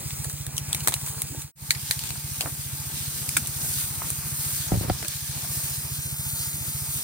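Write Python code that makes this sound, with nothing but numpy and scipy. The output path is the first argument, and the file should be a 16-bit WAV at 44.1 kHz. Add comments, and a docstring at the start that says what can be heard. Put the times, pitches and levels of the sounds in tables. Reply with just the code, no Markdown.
"""A worker sprays weeds in a palm plantation. From the start the nozzle hisses and mist patters on leaves,
swelling as the wand swings, while a small petrol engine pump thuds steadily under a faint housing whirr.
Leaves crackle, twigs snap, boots tread and scuff on litter. Near 1.5 s all sound fades out and in.
One low handling rumble comes near 3.7 s; from 4.7 s a palm frond knocks on a hard case and drags along it.
Shaped noise makes the spray, litter and rumble; filtered pulses, the engine; bursts and modes, the impacts."""
import sys
import numpy as np
from scipy import signal
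from scipy.fft import rfft, irfft, next_fast_len
from scipy.io import wavfile
from scipy.ndimage import uniform_filter1d, map_coordinates

SR = 44100
rng = np.random.default_rng(int(sys.argv[2]) if len(sys.argv) > 2 else 0)


def persist_wave(psi):
    """Save psi, clipped to +-1, as 16-bit WAV."""
    counts = np.round(np.clip(psi, -1, 1) * 32767).astype(np.int16)
    wavfile.write(sys.argv[1], SR, np.atleast_2d(counts).T)


N = 310023
TIME = np.arange(N) / SR
GAP_S = 1.537  # centre of the brief silence; the spray's stereo placement switches here

# Spectrum of breaking stems and twigs. Each row: frequency in Hz, relative level in dB.
CRACK_SPECTRUM = [(700, -72), (3000, -20), (5500, 8), (8500, 22), (16000, 11.5)]


def amp(db):
    """Decibels to gain."""
    return 10 ** (np.asarray(db) / 20)


def unit(x):
    """Scale to rms 1."""
    return x / np.sqrt(np.mean(x ** 2) + 1e-20)


def curves(rows):
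    """One value per sample for each column after the time."""
    s, *cols = np.transpose(rows)
    return [np.interp(TIME, s, c) for c in cols]


def wobble(rate):
    """A smooth random curve, rate knots a second."""
    knots = rng.standard_normal(int(N * rate / SR) + 4)
    return map_coordinates(knots, [TIME * rate])


def swell(s, half_s):
    """A Gaussian rise and fall, top 1 at time s, 1/e at half_s either side."""
    return np.exp(-((TIME - s) / half_s) ** 2)


def fall(t, t60):
    """Exponential decay, 60 dB in t60 seconds."""
    return np.exp(-np.log(1000) * t / max(t60, 1e-3))


def filtered(x, response):
    """x times a response of frequency."""
    size = x.shape[-1]
    m = next_fast_len(size + 8192)
    hz = np.fft.rfftfreq(m, 1 / SR)
    return irfft(rfft(x, m) * response(hz), m)[..., :size]


def coloured(x, spectrum):
    """x shaped by (Hz, dB) points on a log frequency axis, at rms 1."""
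    f, db = np.transpose(spectrum)
    return unit(filtered(x, lambda hz: amp(np.interp(np.log(hz + 1), np.log(f), db))))


def band(x, centre_hz, width_octaves):
    """A Gaussian band of x; width_octaves is its standard deviation."""
    return filtered(x, lambda hz: np.exp(-(np.log2((hz + 1) / centre_hz) / width_octaves) ** 2 / 2))


def ports(x, lag_ms, diffuse):
    """Stereo from three rows: direct sound, lag_ms later on the left, and scatter left and right."""
    direct = filtered(x[0], lambda hz: np.exp(np.pi * 1j * np.outer([-1, 1], hz) * lag_ms / 1000))
    share = np.clip(diffuse, 0, 1)  # scattered share of power
    return np.sqrt(1 - share) * direct + np.sqrt(share) * x[1:]


def noise(size=N):
    """White noise: a direct row and two scattered rows."""
    return rng.standard_normal((3, size))


def grains(rate, spread_db):
    """Tiny impacts of uneven size at random moments, rate a second, in three rows at rms 1."""
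    sizes = amp(spread_db * np.minimum(rng.exponential(size=(3, N)), 4))
    hits = rng.random((3, N)) < rate / SR
    return unit(hits * sizes * rng.choice([-1, 1], (3, N)))


def patches(x, depth_db):
    """Colour that shifts from moment to moment, as one leaf after another is hit."""
    z = signal.stft(x, nperseg=1024)[2]
    field = uniform_filter1d(rng.standard_normal(z.shape[1:]), size=14, axis=0)  # across frequency
    field = uniform_filter1d(field, size=7, axis=1)  # across time
    return signal.istft(z * amp(depth_db * unit(field)), nperseg=1024)[1][:, :N]


def resonance(centre_hz, width_hz):
    """A narrow band at rms 1: slow noise times a carrier; its centre may be a curve."""
    slow = filtered(noise(), lambda hz: 1 / (1 + (2 * hz / width_hz) ** 2))
    carrier = np.cos(2 * np.pi * np.cumsum(centre_hz * np.ones(N)) / SR)
    return unit(ports(slow * carrier, lag_ms=0, diffuse=0.52))


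def struck(x):
    """Scale a hit to rms 1 over its first 5 ms."""
    return x / np.sqrt(np.mean(x[..., :SR // 200] ** 2))


def splinters(size, rate=1500, spread_db=5.5, smooth=.6):
    """Dense, uneven ticks of tearing fibres over noise, in three rows at rms 1."""
    sizes = amp(spread_db * np.minimum(rng.exponential(size=(3, size)), 3))
    ticks = (rng.random((3, size)) < rate / SR) * sizes * rng.choice([-1, 1], (3, size))
    return unit(unit(ticks) + smooth * noise(size))


def add(track, s, sound):
    """Mix a sound in at time s."""
    part = track[:, round(s * SR):][:, :sound.shape[-1]]
    part += sound[..., :part.shape[-1]]


def spray(hiss_db=-1, mist_db=-3, murmur_db=2.5, drops=0.61, drum_db=-20, patchy_db=1.5, mist_swing=0.96):
    """The jet hisses from one point; its droplets patter over a wide patch of leaves and drum on broad ones."""
    # Spectra. Each row: frequency in Hz, relative level in dB.
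    nozzle_spectrum = [(1500, -61), (4000, -77), (6200, -3), (8300, 1.5), (11000, 1.5), (14000, 0.5),
                       (16000, 0.5)]
    mist_spectrum = [(400, -12), (1000, -12), (1550, 0), (2200, 2.5), (3000, 4.5), (4400, 8.5), (6500, 7.5),
                     (9000, 5), (16000, -80)]
    undergrowth_spectrum = [(20, -10), (60, 4), (150, 12.5), (280, 1.5), (480, -6.5), (680, -5.5),
                            (860, -3), (1100, -4), (1300, -4), (1700, -8), (2500, -5), (6000, -77)]
    # Levels before swings and trims as the worker moves. Each row: time in seconds, nozzle hiss in dB,
    # mist on leaves in dB, low rush of the undergrowth in dB.
    spray_levels = [(0, -33.5, -39.5, -45.5), (.28, -33.5, -41, -49.5), (.5, -39, -43.5, -48.5),
                    (.75, -35.5, -38.5, -45), (1.1, -33.5, -40.5, -50), (1.9, -38.5, -41, -49),
                    (2.7, -33, -39, -48), (3.0, -30, -34.5, -46.5), (4.3, -31, -38, -44.5),
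                    (4.95, -33.5, -36, -44.5), (5.15, -32, -32.5, -52), (5.45, -31.5, -38, -44),
                    (5.95, -30, -36, -49), (7, -29, -36.5, -47)]
    # Wand swings towards the listener. Each row: centre in seconds, hiss gain in dB, half-length in seconds.
    wand_swings = [(1.083, 6, 0.028), (1.908, 7.5, 0.16), (2.363, 4, 0.22), (3.01, 0.5, 0.05),
                   (3.753, 6.5, 0.13), (4.07, 2.5, 0.078), (4.499, 6.5, 0.18), (5.596, 4.5, 0.13),
                   (6.385, 3, 0.094), (6.69, 2, 0.023), (6.96, 3.5, 0.053)]
    # Drumming pitch of the leaves met. Each row: time in seconds, centre in Hz.
    drum_pitch = [(3.0, 1593), (3.75, 1472), (4.15, 1444), (4.55, 1600), (5.3, 1703), (5.7, 1720),
                  (6.3, 1397), (7, 1295)]
    swing = sum(db * swell(s, half_s) for s, db, half_s in wand_swings)
    hiss_level, mist_level, murmur_level = curves(spray_levels)
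    hiss_level = hiss_level + swing
    mist_level = mist_level + mist_swing * swing

    before = ports(noise(), lag_ms=0.1245, diffuse=0.0062)
    after = ports(noise(), lag_ms=0.2158, diffuse=0.00097)
    jet = coloured(np.where(TIME < GAP_S, before, after), nozzle_spectrum)
    flutter = .75 * wobble(25) + .45 * wobble(140)  # dB; the liquid sheet tears unevenly

    droplets = noise() + drops * grains(rate=2000, spread_db=7.0)
    # the wetted patch comes into the open
    spread = np.interp(TIME, [2, 5.4, 6.2, 7], [0.98, 0.84, 0.013, 0.53])
    before = ports(droplets, lag_ms=0.079, diffuse=0.1)
    after = ports(droplets, lag_ms=-0.18, diffuse=spread)
    wetted = np.where(TIME < GAP_S, before, after)
    drumming = resonance(curves(drum_pitch)[0], width_hz=250)
    patter = coloured(patches(wetted, patchy_db), mist_spectrum) + amp(drum_db) * drumming
    gusts = .9 * wobble(12)  # dB

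    rush = ports(noise() + .5 * grains(rate=250, spread_db=3.0), lag_ms=-0.02, diffuse=0.39)
    murmur = coloured(patches(rush, patchy_db), undergrowth_spectrum)
    return (amp(hiss_level + hiss_db + flutter) * jet
            + amp(mist_level + mist_db + flutter + gusts) * patter * amp([[-.5], [.5]])
            + amp(murmur_level + murmur_db + 0.77 * wobble(22)) * murmur)


def housing(waver_db=2):
    """The engine's housing rings: narrow noise bands give a faint, wavering whirr."""
    # Each row: centre in Hz, width in Hz, mean level in dB.
    housing_modes = [(878.5, 77, -62), (1172, 38, -67.5)]
    return sum(amp(db + waver_db * wobble(5)) * resonance(hz, width_hz) for hz, width_hz, db in housing_modes)


def engine(echo=0.33, echo_s=0.01377, scatter_db=-22, size_db=-1.0, puff_db=-21, puff_t60=.04,
           clack_db=-43, clack_hz=680, clack_t60=0.0039):
    """A governed four-stroke: one muffled exhaust thud every second turn, echoed by the palm trunks."""
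    # Muffled exhaust spectrum. Each row: frequency in Hz, relative level in dB.
    exhaust_spectrum = [(15, -59), (30, -35), (42, -5), (56, -2.5), (80, 4), (110, 5.5), (150, 6.5),
                        (178, -17), (215, -14.5), (300, -32), (480, -26), (1000, -94)]
    # Thud and puff level before stereo balance. Each row: time in seconds, level in dB.
    engine_level = [(0, -35.5), (1.7, -38.5), (4.85, -38), (5.03, -40), (5.4, -37), (7, -37.5)]
    firings = np.r_[np.arange(.0635, 1.5, .06937), np.arange(1.5575, 7.02, .06928)]
    timing_wobble_s = 0.00019 * np.sin(2 * np.pi * 6.6 * firings)  # slight, regular
    pulses = np.zeros(N)
    sizes = amp(size_db * rng.standard_normal(len(firings)))
    pulses[np.round((firings + timing_wobble_s) * SR).astype(int)] = -sizes

    near = filtered(pulses, lambda hz: 1 + echo * np.exp(-2j * np.pi * hz * echo_s))
    t = np.arange(SR // 4) / SR
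    grove = rng.standard_normal((2, len(t))) * fall(t, t60=0.32)
    grove = grove / np.linalg.norm(grove[0])
    far = signal.fftconvolve(pulses[None], grove, axes=1)[:, :N]
    blast = ports(np.vstack([near, amp(scatter_db) * far]), lag_ms=-0.69, diffuse=0.74)
    thuds = coloured(blast, exhaust_spectrum)

    # turbulent gas makes every stroke different
    gas = np.abs(signal.fftconvolve(-pulses, fall(t, puff_t60))[:N])
    puffs = coloured(gas * ports(noise(), lag_ms=-0.58, diffuse=0.12), exhaust_spectrum)
    thuds = thuds + amp(puff_db) * puffs

    valve_s = np.maximum(t - .009, 0)  # a faint valve clack 9 ms after each firing
    clack = fall(valve_s, clack_t60) * np.sin(2 * np.pi * clack_hz * valve_s)
    clacks = signal.fftconvolve(pulses, clack)[:N]
    balance = amp([[-.8], [.8]])
    return (amp(curves(engine_level)[0]) * thuds + amp(clack_db) * clacks) * balance


def leaves():
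    """Stems and leaves crackle in quick clumps as legs push through."""
    # Each row: centre in seconds, level in dB, half-length in seconds.
    brushes = [(0.086, -44, .05), (0.245, -30, 0.013), (0.287, -45, 0.12), (0.303, -41, 0.012),
               (0.325, -45, .009), (0.569, -36, 0.011), (0.9, -40.5, 0.26), (1.205, -42, .02),
               (2.01, -54, 0.089), (3.19, -48.5, 0.35), (5.128, -51, 0.062)]
    clumping_db = 1.2 * wobble(14) + 3 * wobble(90)
    ticks = grains(rate=900, spread_db=4) * amp(clumping_db)
    push = sum(amp(db) * swell(s, half_s) for s, db, half_s in brushes)
    return push * coloured(ports(ticks, lag_ms=0.11, diffuse=0.22), CRACK_SPECTRUM)


def twigs(crack_db=3.0, ring_db=3, thud_db=4.5, ring_tail_db=-6):
    """A twig breaks in under two milliseconds and rings; its last fibres splinter in a crackling tail."""
    # Dry breaks, levels before trims. Each row: start in seconds, crack in dB, ring in dB, low mode in Hz,
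    # high mode in Hz, thud in dB, splintering tail relative to the break in dB.
    snaps = [(.1052, -46, -39, 2200, 3700, -50, -6), (.2447, -34, -40, 1800, 4300, -47, -2),
             (.2975, -35, -43, 1700, 4300, -52, -3), (.4657, -32, -40, 1750, 3900, -44, -10),
             (.5665, -35, -38, 3800, 6000, -56, 0), (.5792, -27, -27, 3000, 5800, -42, -7),
             (.7293, -25, -24, 3600, 7900, -42, -12), (.7468, -25, -30, 2200, 3800, -38, -9),
             (.8045, -35, -38, 2900, 4200, -60, -2), (.8465, -38, -44, 2000, 3900, -50, -8),
             (.8738, -18.5, -25, 2200, 3800, -25, -8), (.8825, -19, -29, 1900, 4000, -29, -6),
             (.8895, -32, -39, 2200, 3700, -39, -4), (.9105, -35, -44, 2400, 4000, -50, -9),
             (.9215, -37, -36, 1900, 3700, -36, 0), (.9318, -38, -38, 2000, 3300, -46, 0),
             (.9397, -23, -26, 2900, 3900, -38, -9), (1.0133, -40, -43, 2200, 3500, -60, -5),
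             (1.0625, -33, -42, 2600, 4500, -55, -1), (1.2185, -23, -36, 2100, 3800, -47, -9),
             (1.4188, -36, -44, 2300, 3800, -60, -2), (1.7063, -21.5, -16, 2020, 4400, -56, -5),
             (1.7127, -28, -36, 2000, 4400, -60, -4), (1.7485, -42, -36, 2100, 4600, -58, 0),
             (1.9096, -22, -21, 1950, 4250, -41, -4), (1.9914, -32, -34, 2800, 4800, -60, -7),
             (2.037, -36, -37, 2500, 4300, -48, -4), (2.0907, -36, -39, 3000, 5000, -60, -4),
             (2.1048, -37, -34, 2600, 4200, -44, -4), (2.408, -26.5, -25.5, 3000, 4550, -35, -3),
             (3.2904, -25.5, -33, 2350, 4700, -60, -10), (3.3672, -19, -22, 1520, 2330, -36, -3),
             (3.3705, -22.5, -30, 2300, 4900, -42, -2), (3.4595, -44, -40, 2800, 3400, -60, -8),
             (3.4718, -27.5, -45, 2500, 4000, -52, -10), (4.1029, -25, -42, 1200, 3100, -43, -12),
             (5.0265, -38, -38, 1400, 2000, -48, -5), (5.0467, -39, -37, 1650, 2500, -50, -6),
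             (5.0821, -26.5, -38, 3400, 4400, -55, -9)]
    # Thud spectrum on litter. Each row: frequency in Hz, relative level in dB.
    litter_spectrum = [(50, -42), (220, -2.5), (450, -6), (950, 0.5), (1400, -7), (2500, -20), (6000, -14)]
    break_s, snap_t60, tail_t60 = .0014, .004, .07
    twig_q, low_mode_db, overtone, overtone_db = 3.2, -2.5, 1.46, -5  # overtone: ratio to the high mode
    out, t = np.zeros((2, N)), np.arange(SR // 8) / SR
    burst = (1 - np.exp(-t / .0002)) * fall(np.maximum(t - break_s, 0), snap_t60)
    after = (1 - np.exp(-t / .001)) * fall(t, tail_t60)

    def tear(tail_db):
        fibres = burst * noise(len(t)) + amp(tail_db) * after * splinters(len(t))
        return ports(fibres, lag_ms=0.12, diffuse=0.94)

    def bend(x, f):
        return struck(filtered(x, lambda hz: 1 / (1 + 1j * twig_q * ((hz + 1) / f - f / (hz + 1))) ** 2))

    for s, crack, ring, low_hz, high_hz, thud, tail in snaps:
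        jolt = tear(tail + ring_tail_db)
        partials = [(low_hz, low_mode_db), (high_hz, 0), (overtone * high_hz, overtone_db)]
        modes = sum(amp(db) * bend(jolt, f) for f, db in partials)
        crack_sound = struck(coloured(tear(tail), CRACK_SPECTRUM))
        thud_sound = struck(coloured(tear(tail + ring_tail_db), litter_spectrum))
        add(out, s, amp(crack + crack_db) * crack_sound
            + amp(ring + ring_db) * struck(modes)
            + amp(thud + thud_db) * thud_sound)
    return out


def boots(trim_db=1, width_octaves=0.85, tap_t60=0.015, tail_db=-17, tail_t60=0.13):
    """Each contact is a short, dull tap, after which the litter settles."""
    # Treads on sticks and damp litter. Each row: start in seconds, level before trim in dB,
    # band centre in Hz before the 0.9 factor.
    steps = [(.252, -45, 900), (.963, -42, 1700), (1.073, -45, 900), (1.146, -47, 950), (1.180, -44, 850),
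             (1.348, -41, 500), (2.156, -43, 1150), (2.416, -43, 700), (2.424, -40, 1200),
             (2.435, -40, 500), (2.458, -31, 800), (2.469, -41, 1000), (2.475, -38, 600), (3.644, -44, 380),
             (4.019, -32, 1000), (5.028, -41, 380), (5.047, -42, 400), (5.445, -41, 900)]
    out, t = np.zeros((2, N)), np.arange(SR // 8) / SR
    shape = (1 - np.exp(-t / .0005)) * (fall(t, tap_t60) + amp(tail_db) * fall(t, tail_t60))
    for s, level_db, centre_hz in steps:
        contact = shape * ports(noise(len(t)), lag_ms=0, diffuse=0.25)
        tap = band(contact, 0.9 * centre_hz, width_octaves)
        add(out, s, amp(level_db + trim_db) * struck(tap))
    return out


def scuffs_and_rumble(width_octaves=0.32, grit=0.83):
    """Boot scuffs, and one low handling rumble near 3.7 s: soft, grainy noise bands that swell and fade."""
    # Each row: centre in seconds, level in dB, half-length in seconds, band centre in Hz.
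    soft_bands = [(0.273, -56, 0.083, 420), (.895, -59, 0.024, 695), (0.887, -45, 0.023, 372),
                  (1.114, -52, 0.14, 925), (1.18, -54.5, 0.09, 410), (1.347, -45.5, 0.053, 276),
                  (2.463, -41, 0.028, 308), (2.465, -46, 0.026, 850), (3.383, -37.5, 0.021, 219),
                  (3.68, -39, 0.045, 145), (5.035, -47, 0.028, 400), (5.04, -50, 0.017, 1650)]
    grainy = ports(noise() + grit * grains(rate=430, spread_db=2.0), lag_ms=0, diffuse=0.32)
    return sum(amp(db) * swell(s, half_s) * unit(band(grainy, centre_hz, width_octaves))
               for s, db, half_s, centre_hz in soft_bands)


def frond(skew=0.81, attack_s=0.00067):
    """The frond knocks on a hard case and scrapes along it; harder knocks ring the higher modes."""
    # Modes of the case. Each row: frequency in Hz, relative level in dB, t60 in seconds.
    case_modes = [(66, -3.5, 0.066), (109, 2.5, 0.093), (179, -0.5, 0.068), (311, 5.5, 0.017),
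                  (558, -8.5, 0.019), (745, -8, 0.038), (1350, -18.5, 0.015), (1960, -23.5, 0.011),
                  (3260, -25, 0.0051), (4700, -21, 0.004)]
    # Knocks. Each row: start in seconds, level in dB, hardness in dB per octave above the lowest mode.
    knocks = [(4.7185, -5.5, 1.5), (4.725, -9, -14), (4.7369, -11, -2), (4.753, -15, -1.5),
              (4.7697, -12, -6), (4.78, -22, -9), (4.8092, -15.5, 0.5), (4.846, -17.5, -1.5),
              (4.8807, -23, 0), (4.8984, -4, 6.5), (4.908, -14, -15)]
    # Drags between knocks. Each row: centre in seconds, level in dB, half-length in seconds.
    drags = [(4.742, -26.5, 0.017), (4.83, -30.5, 0.009), (4.852, -32, 0.014), (4.886, -32, .006),
             (4.903, -22.5, 0.008)]
    # Scrape spectrum. Each row: frequency in Hz, relative level in dB.
    scrape_spectrum = [(25, -13), (70, 8.5), (250, -4.5), (600, -4), (1100, -15.5), (3000, -24),
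                       (8000, -54)]
    out, t = np.zeros((2, N)), np.arange(SR // 4) / SR
    phase = skew * np.array([[1], [0]])  # radians; the shake reaches the left later
    mode_hz, mode_db, mode_t60 = np.transpose(case_modes)
    signs = (-1) ** np.arange(len(mode_hz))
    for s, db, hardness in knocks:
        gains = amp(mode_db + hardness * np.log2(mode_hz / mode_hz[0])) * signs
        ring = sum(g * fall(t, t60) * np.sin(2 * np.pi * hz * t - phase)
                   for g, hz, t60 in zip(gains, mode_hz, mode_t60))
        add(out, s, amp(db) * (1 - np.exp(-t / attack_s)) * ring / np.linalg.norm(gains))
    rubbing = ports(.5 * noise() + grains(rate=960, spread_db=2.0), lag_ms=0.51, diffuse=0.29)
    drag = sum(amp(db) * swell(s, half_s) for s, db, half_s in drags)
    return out + drag * coloured(rubbing, scrape_spectrum)


def scene():
    """Everything heard among the weeds."""
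    return spray() + housing() + engine() + leaves() + twigs() + boots() + scuffs_and_rumble() + frond()


def record(dry, fade_s=0.11, silent_half_s=.017, bass_hz=42, top_hz=15900):
    """A short fade out and in around GAP_S, then a bass roll-off (-6 dB at bass_hz) and a sharp treble limit."""
    fade = np.clip((np.abs(TIME - GAP_S) - silent_half_s) / fade_s, 0, 1)
    return filtered(dry * fade, lambda hz: (hz < top_hz) * hz ** 4 / (hz ** 4 + bass_hz ** 4))


dry = scene()
out = record(dry)
persist_wave(out)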